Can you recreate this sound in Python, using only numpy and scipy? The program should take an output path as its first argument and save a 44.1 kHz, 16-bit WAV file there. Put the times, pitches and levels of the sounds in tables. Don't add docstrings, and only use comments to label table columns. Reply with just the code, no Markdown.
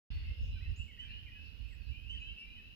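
import sys
import numpy as np
from scipy import signal
from scipy.fft import rfft, irfft
from scipy.io import wavfile

SR = 44100
rng = np.random.default_rng(int(sys.argv[2]) if len(sys.argv) > 2 else 0)


def log_audio(samples):
    frames = np.atleast_2d(samples).T
    limited = np.clip(frames, -1, 1)
    pcm = np.round(limited * 32767).astype(np.int16)
    wavfile.write(sys.argv[1], SR, pcm)


N = 121275

# frequency_hz, relative_density_db
AIR_SPECTRUM = [(60, 6), (170, 0), (225, 4.5), (310, -7), (490, -11.5), (600, -17.5), (1100, -26),
                (5200, -23), (6500, -31), (8400, -39), (9700, -35), (10800, -29.5), (16000, -29.5)]
# frequency_hz, relative_density_db
WASH_SPECTRUM = [(1200, -6), (1600, 1.5), (2100, -1), (2700, 7.5), (3300, 2.5), (4000, -0.5), (4700, -2.5),
                 (5200, -1.5), (5700, -22), (7200, -26.5), (8000, -36)]
# time_s, level_db
WASH_LEVELS = [(.1, -61), (.5, -70), (.75, -66.5), (.92, -72.5), (1.12, -66), (1.3, -69.5), (1.5, -67.5),
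               (1.75, -70), (2.0, -69.5), (2.5, -69), (2.75, -71)]
# frequency_hz, relative_density_db
WIND_SPECTRUM = [(15, -22.5), (30, -8.5), (48, 2.5), (80, -0.5), (105, -8.5), (135, -17.5), (200, -28.5),
                 (320, -38.5), (700, -72.5)]
# time_s, relative_level_db
GUST_LEVELS = [(0.12, -44), (0.16, -37.5), (0.2, -46.5), (0.32, -40.5), (0.35, -59.5), (0.4, -40),
               (0.65, -48), (0.72, -37), (0.77, -57), (0.8, -37.5), (0.91, -60), (1.05, -51.5),
               (1.56, -53.5), (1.65, -43.5), (1.68, -52), (1.87, -50), (1.91, -37), (1.95, -53.5),
               (2.16, -45.5), (2.24, -58), (2.31, -47), (2.42, -77.5), (2.47, -56), (2.74, -62)]
# time_s, left_minus_right_db
WIND_BALANCE = [(.55, -2.5), (.85, -12.5), (1.2, -6.5), (1.55, -19), (1.9, -20.5), (2.25, -12.5),
                (2.6, -6.5)]
# start_s, length_s, centre_hz, half_width_hz, level_db
ROUGH_CALLS = [(.40, .14, 6200, 600, -77), (.2, .55, 5130, 130, -74), (1.05, .17, 4100, 280, -72),
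               (.78, .12, 7450, 220, -82), (1.66, .13, 7700, 120, -82), (1.38, .17, 4500, 900, -74),
               (.2, .42, 490, 45, -73.5), (.95, .35, 1900, 250, -71), (.2, .52, 3400, 350, -71),
               (.11, .27, 2080, 170, -68), (2.55, .25, 3950, 70, -75)]
# start_s, length_s, start_pitch_hz, middle_pitch_hz, end_pitch_hz, relative_level_db
BIRD_NOTES = [(.11, .11, 4370, 4410, 4440, -65.5), (.22, .08, 4440, 4480, 4510, -69),
              (.112, .028, 3480, 3520, 3500, -63), (.11, .07, 2040, 2020, 1980, -69),
              (.245, .075, 2160, 2135, 2080, -63), (.51, .16, 4000, 3980, 3970, -71),
              (.558, .03, 1550, 1535, 1510, -67), (.545, .04, 2500, 2400, 2330, -63),
              (.605, .028, 1800, 2030, 2120, -63), (.628, .042, 2110, 1980, 1760, -61),
              (.62, .035, 4200, 4000, 3800, -69), (.759, .024, 6400, 7150, 7450, -66),
              (.775, .03, 7250, 7650, 7550, -68), (.878, .042, 2200, 2220, 1950, -61),
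              (.92, .03, 2030, 1970, 1900, -67), (.975, .045, 1800, 2000, 1920, -62),
              (.995, .055, 1960, 1800, 1520, -67), (1.095, .025, 1850, 1760, 1680, -65),
              (1.103, .022, 4250, 4130, 3950, -65), (1.262, .036, 2220, 2080, 1820, -62),
              (1.285, .035, 1940, 1900, 1830, -66), (1.35, .05, 1680, 1700, 1560, -68),
              (1.445, .02, 4000, 4700, 5200, -67), (1.465, .045, 4600, 4150, 3850, -69),
              (1.57, .17, 4130, 4290, 4350, -77), (1.705, .038, 2280, 1990, 1780, -64),
              (1.805, .04, 1620, 1660, 1610, -70), (1.85, .05, 4950, 4680, 4450, -72),
              (1.80, .11, 4620, 4200, 3850, -73.5), (2.125, .045, 2200, 2000, 1720, -69.5),
              (2.15, .04, 4650, 4400, 3750, -71), (2.2, .025, 6600, 6900, 7000, -79),
              (2.22, .06, 1640, 1655, 1630, -70), (2.205, .1, 3950, 3935, 3930, -69),
              (2.46, .085, 3900, 3930, 3910, -71), (2.37, .05, 10000, 10350, 9300, -82),
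              (2.383, .035, 5230, 5150, 5030, -70), (2.468, .025, 2000, 2060, 2020, -69),
              (2.555, .06, 2230, 1900, 1790, -68)]
# time_s, level_db
CROWD_LEVELS = [(.1, -58.5), (.45, -58.5), (.7, -59), (.95, -61), (1.15, -57), (1.4, -61), (1.8, -63.5),
                (2.05, -63), (2.3, -59), (2.75, -63)]
# start_s, length_s, start_pitch_hz, end_pitch_hz, level_db, left_minus_right_db
NEAR_PEEPS = [(0.252, 0.095, 2600, 2728, -60.5, 5), (.39, 0.088, 2712, 2812, -59, 0),
              (0.608, 0.13, 2490, 2830, -60.5, -1), (0.783, 0.057, 2630, 2764, -55, -3),
              (0.791, 0.053, 2820, 2960, -54, -1), (1.048, 0.15, 2350, 2510, -65.5, 8),
              (1.088, 0.12, 2690, 2980, -54.5, -1.5), (1.255, 0.042, 2400, 2426, -60, 0),
              (1.314, 0.17, 2460, 2720, -58, -2.5), (1.646, .058, 2650, 2687, -61.5, -4.5),
              (1.883, 0.12, 2634, 2740, -62, 1.5), (1.888, 0.13, 2840, 3080, -63, -8.5),
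              (1.913, .11, 2370, 2537, -63, 4.5), (2.016, 0.12, 2530, 2767, -63, 7),
              (2.059, 0.086, 2770, 2847, -58.5, -4), (2.15, 0.045, 2890, 2967, -50, 4),
              (2.126, 0.12, 2590, 2857, -61, 7), (2.2, 0.14, 2485, 2820, -52.5, 2),
              (2.208, .1, 2900, 3190, -55.5, -7), (2.278, 0.046, 2910, 3070, -54, -0.5),
              (2.365, .1, 2613, 2790, -55, 3), (2.368, 0.078, 2770, 2987, -55, 3),
              (2.491, 0.12, 2780, 3100, -60.5, -5.5)]
# start_s, length_s, start_pitch_hz, end_pitch_hz, left_minus_right_db
LONG_CALL = (2.285, .5, 2240, 2930, 5.1)
# time_s, level_db
LONG_CALL_LEVELS = [(2.29, -76), (2.38, -79.5), (2.42, -65), (2.48, -62), (2.54, -64), (2.62, -61),
                    (2.75, -62.5)]
# start_s, length_s, start_pitch_hz, end_pitch_hz, level_db, left_minus_right_db
NEAREST_PEEPS = [(.988, 0.085, 2900, 3120, -47, -6.5), (2.09, 0.106, 2897, 3166, -45, -4.5)]
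# pitch_ratio, relative_level_db
NEAREST_OVERTONES = [(1.5, -46), (2, -35), (2.5, -34)]

FROG_LAG_S = 0.0004692


def amp(db):
    return 10 ** (np.asarray(db) / 20)


def unit(x):
    return x / np.sqrt(np.mean(x ** 2) + 1e-20)


def envelope(points):
    return amp(np.interp(np.arange(N) / SR, *np.transpose(points)))


def stereo_gain(pan_db, db=0):
    return amp([[db + pan_db / 2], [db - pan_db / 2]])


def add(mix, start_s, sound):
    at = max(round(start_s * SR), 0)
    part = mix[:, at:at + sound.shape[1]]
    part += sound[:, :part.shape[1]]


def drift(size, rate_hz):
    hz = np.fft.rfftfreq(16384, 1 / SR)
    white = rfft(rng.standard_normal(16384))
    return np.resize(unit(irfft(white * np.exp(-(hz / rate_hz) ** 2))), size)


def noise(spectrum):
    hz, db = np.transpose(spectrum)
    shape = amp(np.interp(np.log(np.fft.rfftfreq(N, 1 / SR) + 1), np.log(hz), db))
    return unit(irfft(rfft(rng.standard_normal((2, N))) * shape, N))


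def whistle(hz, lag_s, attack_s=0.017, release_s=0.019, wobble=0.0036, overtones=()):
    t = np.arange(len(hz)) / SR
    hz = hz * (1 + wobble * drift(len(t), rate_hz=216))
    cycles = np.cumsum(hz) / SR + rng.random() - np.outer([0, lag_s], hz)
    phase = 2 * np.pi * cycles
    tone = np.sin(phase) + sum(amp(db) * np.sin(ratio * phase) for ratio, db in overtones)
    attack = np.sin(np.pi / 2 * np.clip(t / attack_s, 0, 1))
    release = np.sin(np.pi / 2 * np.clip(t[::-1] / release_s, 0, 1))
    flutter = amp(drift(len(t), rate_hz=51))
    return np.sqrt(2) * tone * attack * release * flutter


def shore_echo(direct, echo_db, t60_s, correlation):
    t = np.arange(SR) / SR
    reflections = rng.standard_normal((3, SR)) * (rng.random((3, SR)) < 2000 / SR)
    tails = reflections * 1000 ** (-t / t60_s) * (1 - np.exp(-t / .008))
    tails /= np.linalg.norm(tails, axis=1, keepdims=True)
    response = np.sqrt(correlation) * tails[2] + np.sqrt(1 - correlation) * tails[:2]
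    return direct + amp(echo_db) * signal.fftconvolve(direct, response, axes=1)[:, :N]


def background():
    air = noise(AIR_SPECTRUM)
    hum = signal.sosfiltfilt(signal.butter(2, 600, fs=SR, output="sos"), air)
    hiss = air - hum
    leaning_hum = np.array([0.33 * hum[0] + 0.42 * hum[1], 1.09 * hum[1]])
    wash = noise(WASH_SPECTRUM) * envelope(WASH_LEVELS)
    return amp(-63) * (hiss + leaning_hum) + wash


def wind():
    sides = np.array([envelope(WIND_BALANCE), np.ones(N)])
    sides /= np.linalg.norm(sides, axis=0)
    return amp(6.5) * noise(WIND_SPECTRUM) * envelope(GUST_LEVELS) * sides


def rough_calls():
    out, hz = np.zeros((2, N)), np.fft.rfftfreq(N, 1 / SR)
    for start_s, length_s, centre_hz, half_width_hz, db in ROUGH_CALLS:
        shape = np.exp(-((hz - centre_hz) / half_width_hz) ** 2 / 2)
        band = unit(irfft(rfft(rng.standard_normal((2, N))) * shape, N))
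        swell = np.sin(np.linspace(0, np.pi, int(length_s * SR)))
        add(out, start_s, amp(db) * swell * band[:, :len(swell)])
    return out


def birds():
    out = np.zeros((2, N))
    for start_s, length_s, *pitches_hz, db in BIRD_NOTES:
        parabola = np.polyfit([0, .5, 1], pitches_hz, 2)
        hz = np.polyval(parabola, np.linspace(0, 1, int(length_s * SR)))
        wobble = .003 + .03 * np.ptp(np.log2(hz))
        lag_s = .00008 * rng.standard_normal()
        add(out, start_s, amp(db) * whistle(hz, lag_s, attack_s=.0043, release_s=.0043, wobble=wobble))
    return amp(-3.7) * shore_echo(out, echo_db=0, t60_s=.42, correlation=.11)


def far_frogs(calls_per_s=110, centre_hz=2791, spread_hz=190, rise_hz=220.6):
    out, count = np.zeros((2, N)), int(calls_per_s * N / SR)
    for k, (jitter, pitch, size, loudness, bearing) in enumerate(rng.uniform(-1, 1, (count, 5))):
        length_s = .11 * (1 + .314 * size)
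        glide_hz = rise_hz * np.linspace(-.5, .5, int(length_s * SR))
        hz = centre_hz + spread_hz * np.arctanh(np.tanh(1.6) * pitch) + glide_hz
        peep = whistle(hz, FROG_LAG_S + .00012 * bearing, wobble=.007)
        gain = amp(6.5 * loudness + 3.5 * pitch ** 2)
        add(out, (k + jitter) / calls_per_s, peep * gain)
    chorus = unit(shore_echo(out, echo_db=2, t60_s=.98, correlation=1))
    return chorus * envelope(CROWD_LEVELS) * stereo_gain(pan_db=-2.4)


def near_frogs():
    out = np.zeros((2, N))
    for start_s, length_s, low_hz, high_hz, db, pan_db in NEAR_PEEPS:
        hz = np.linspace(low_hz, high_hz, int(length_s * SR))
        peep = whistle(hz, FROG_LAG_S + .00002 * rng.standard_normal())
        add(out, start_s, peep * stereo_gain(pan_db, db))
    return out


def long_call():
    out = np.zeros((2, N))
    start_s, length_s, low_hz, high_hz, pan_db = LONG_CALL
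    progress = np.linspace(0, 1, int(length_s * SR))
    call = whistle(low_hz + (high_hz - low_hz) * progress ** 1.7, FROG_LAG_S)
    swell = amp(np.interp(start_s + length_s * progress, *np.transpose(LONG_CALL_LEVELS)))
    add(out, start_s, call * swell * stereo_gain(pan_db))
    return out


def nearest_frog(fade_db=-19.5):
    out = np.zeros((2, N))
    for start_s, length_s, low_hz, high_hz, db, pan_db in NEAREST_PEEPS:
        progress = np.linspace(0, 1, int(length_s * SR))
        hz = high_hz - (high_hz - low_hz) * (1 - progress) ** 2.29
        peep = whistle(hz, FROG_LAG_S, overtones=NEAREST_OVERTONES)
        add(out, start_s, peep * amp(fade_db * progress ** 2) * stereo_gain(pan_db, db))
    return out


def scene():
    nearby = near_frogs() + nearest_frog() + long_call()
    nearby = shore_echo(nearby, echo_db=-7, t60_s=.4, correlation=.92)
    return nearby + far_frogs() + birds() + rough_calls() + background() + wind()


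def record(dry, silence_s=.104, cutoff_hz=15800):
    gate = np.clip((np.arange(N) / SR - silence_s) / .002, 0, 1)
    lowpass = signal.firwin(511, cutoff_hz, window=("kaiser", 9), fs=SR)
    return signal.oaconvolve(dry * gate, lowpass[None], "same")


dry = scene()
out = record(dry)
log_audio(out)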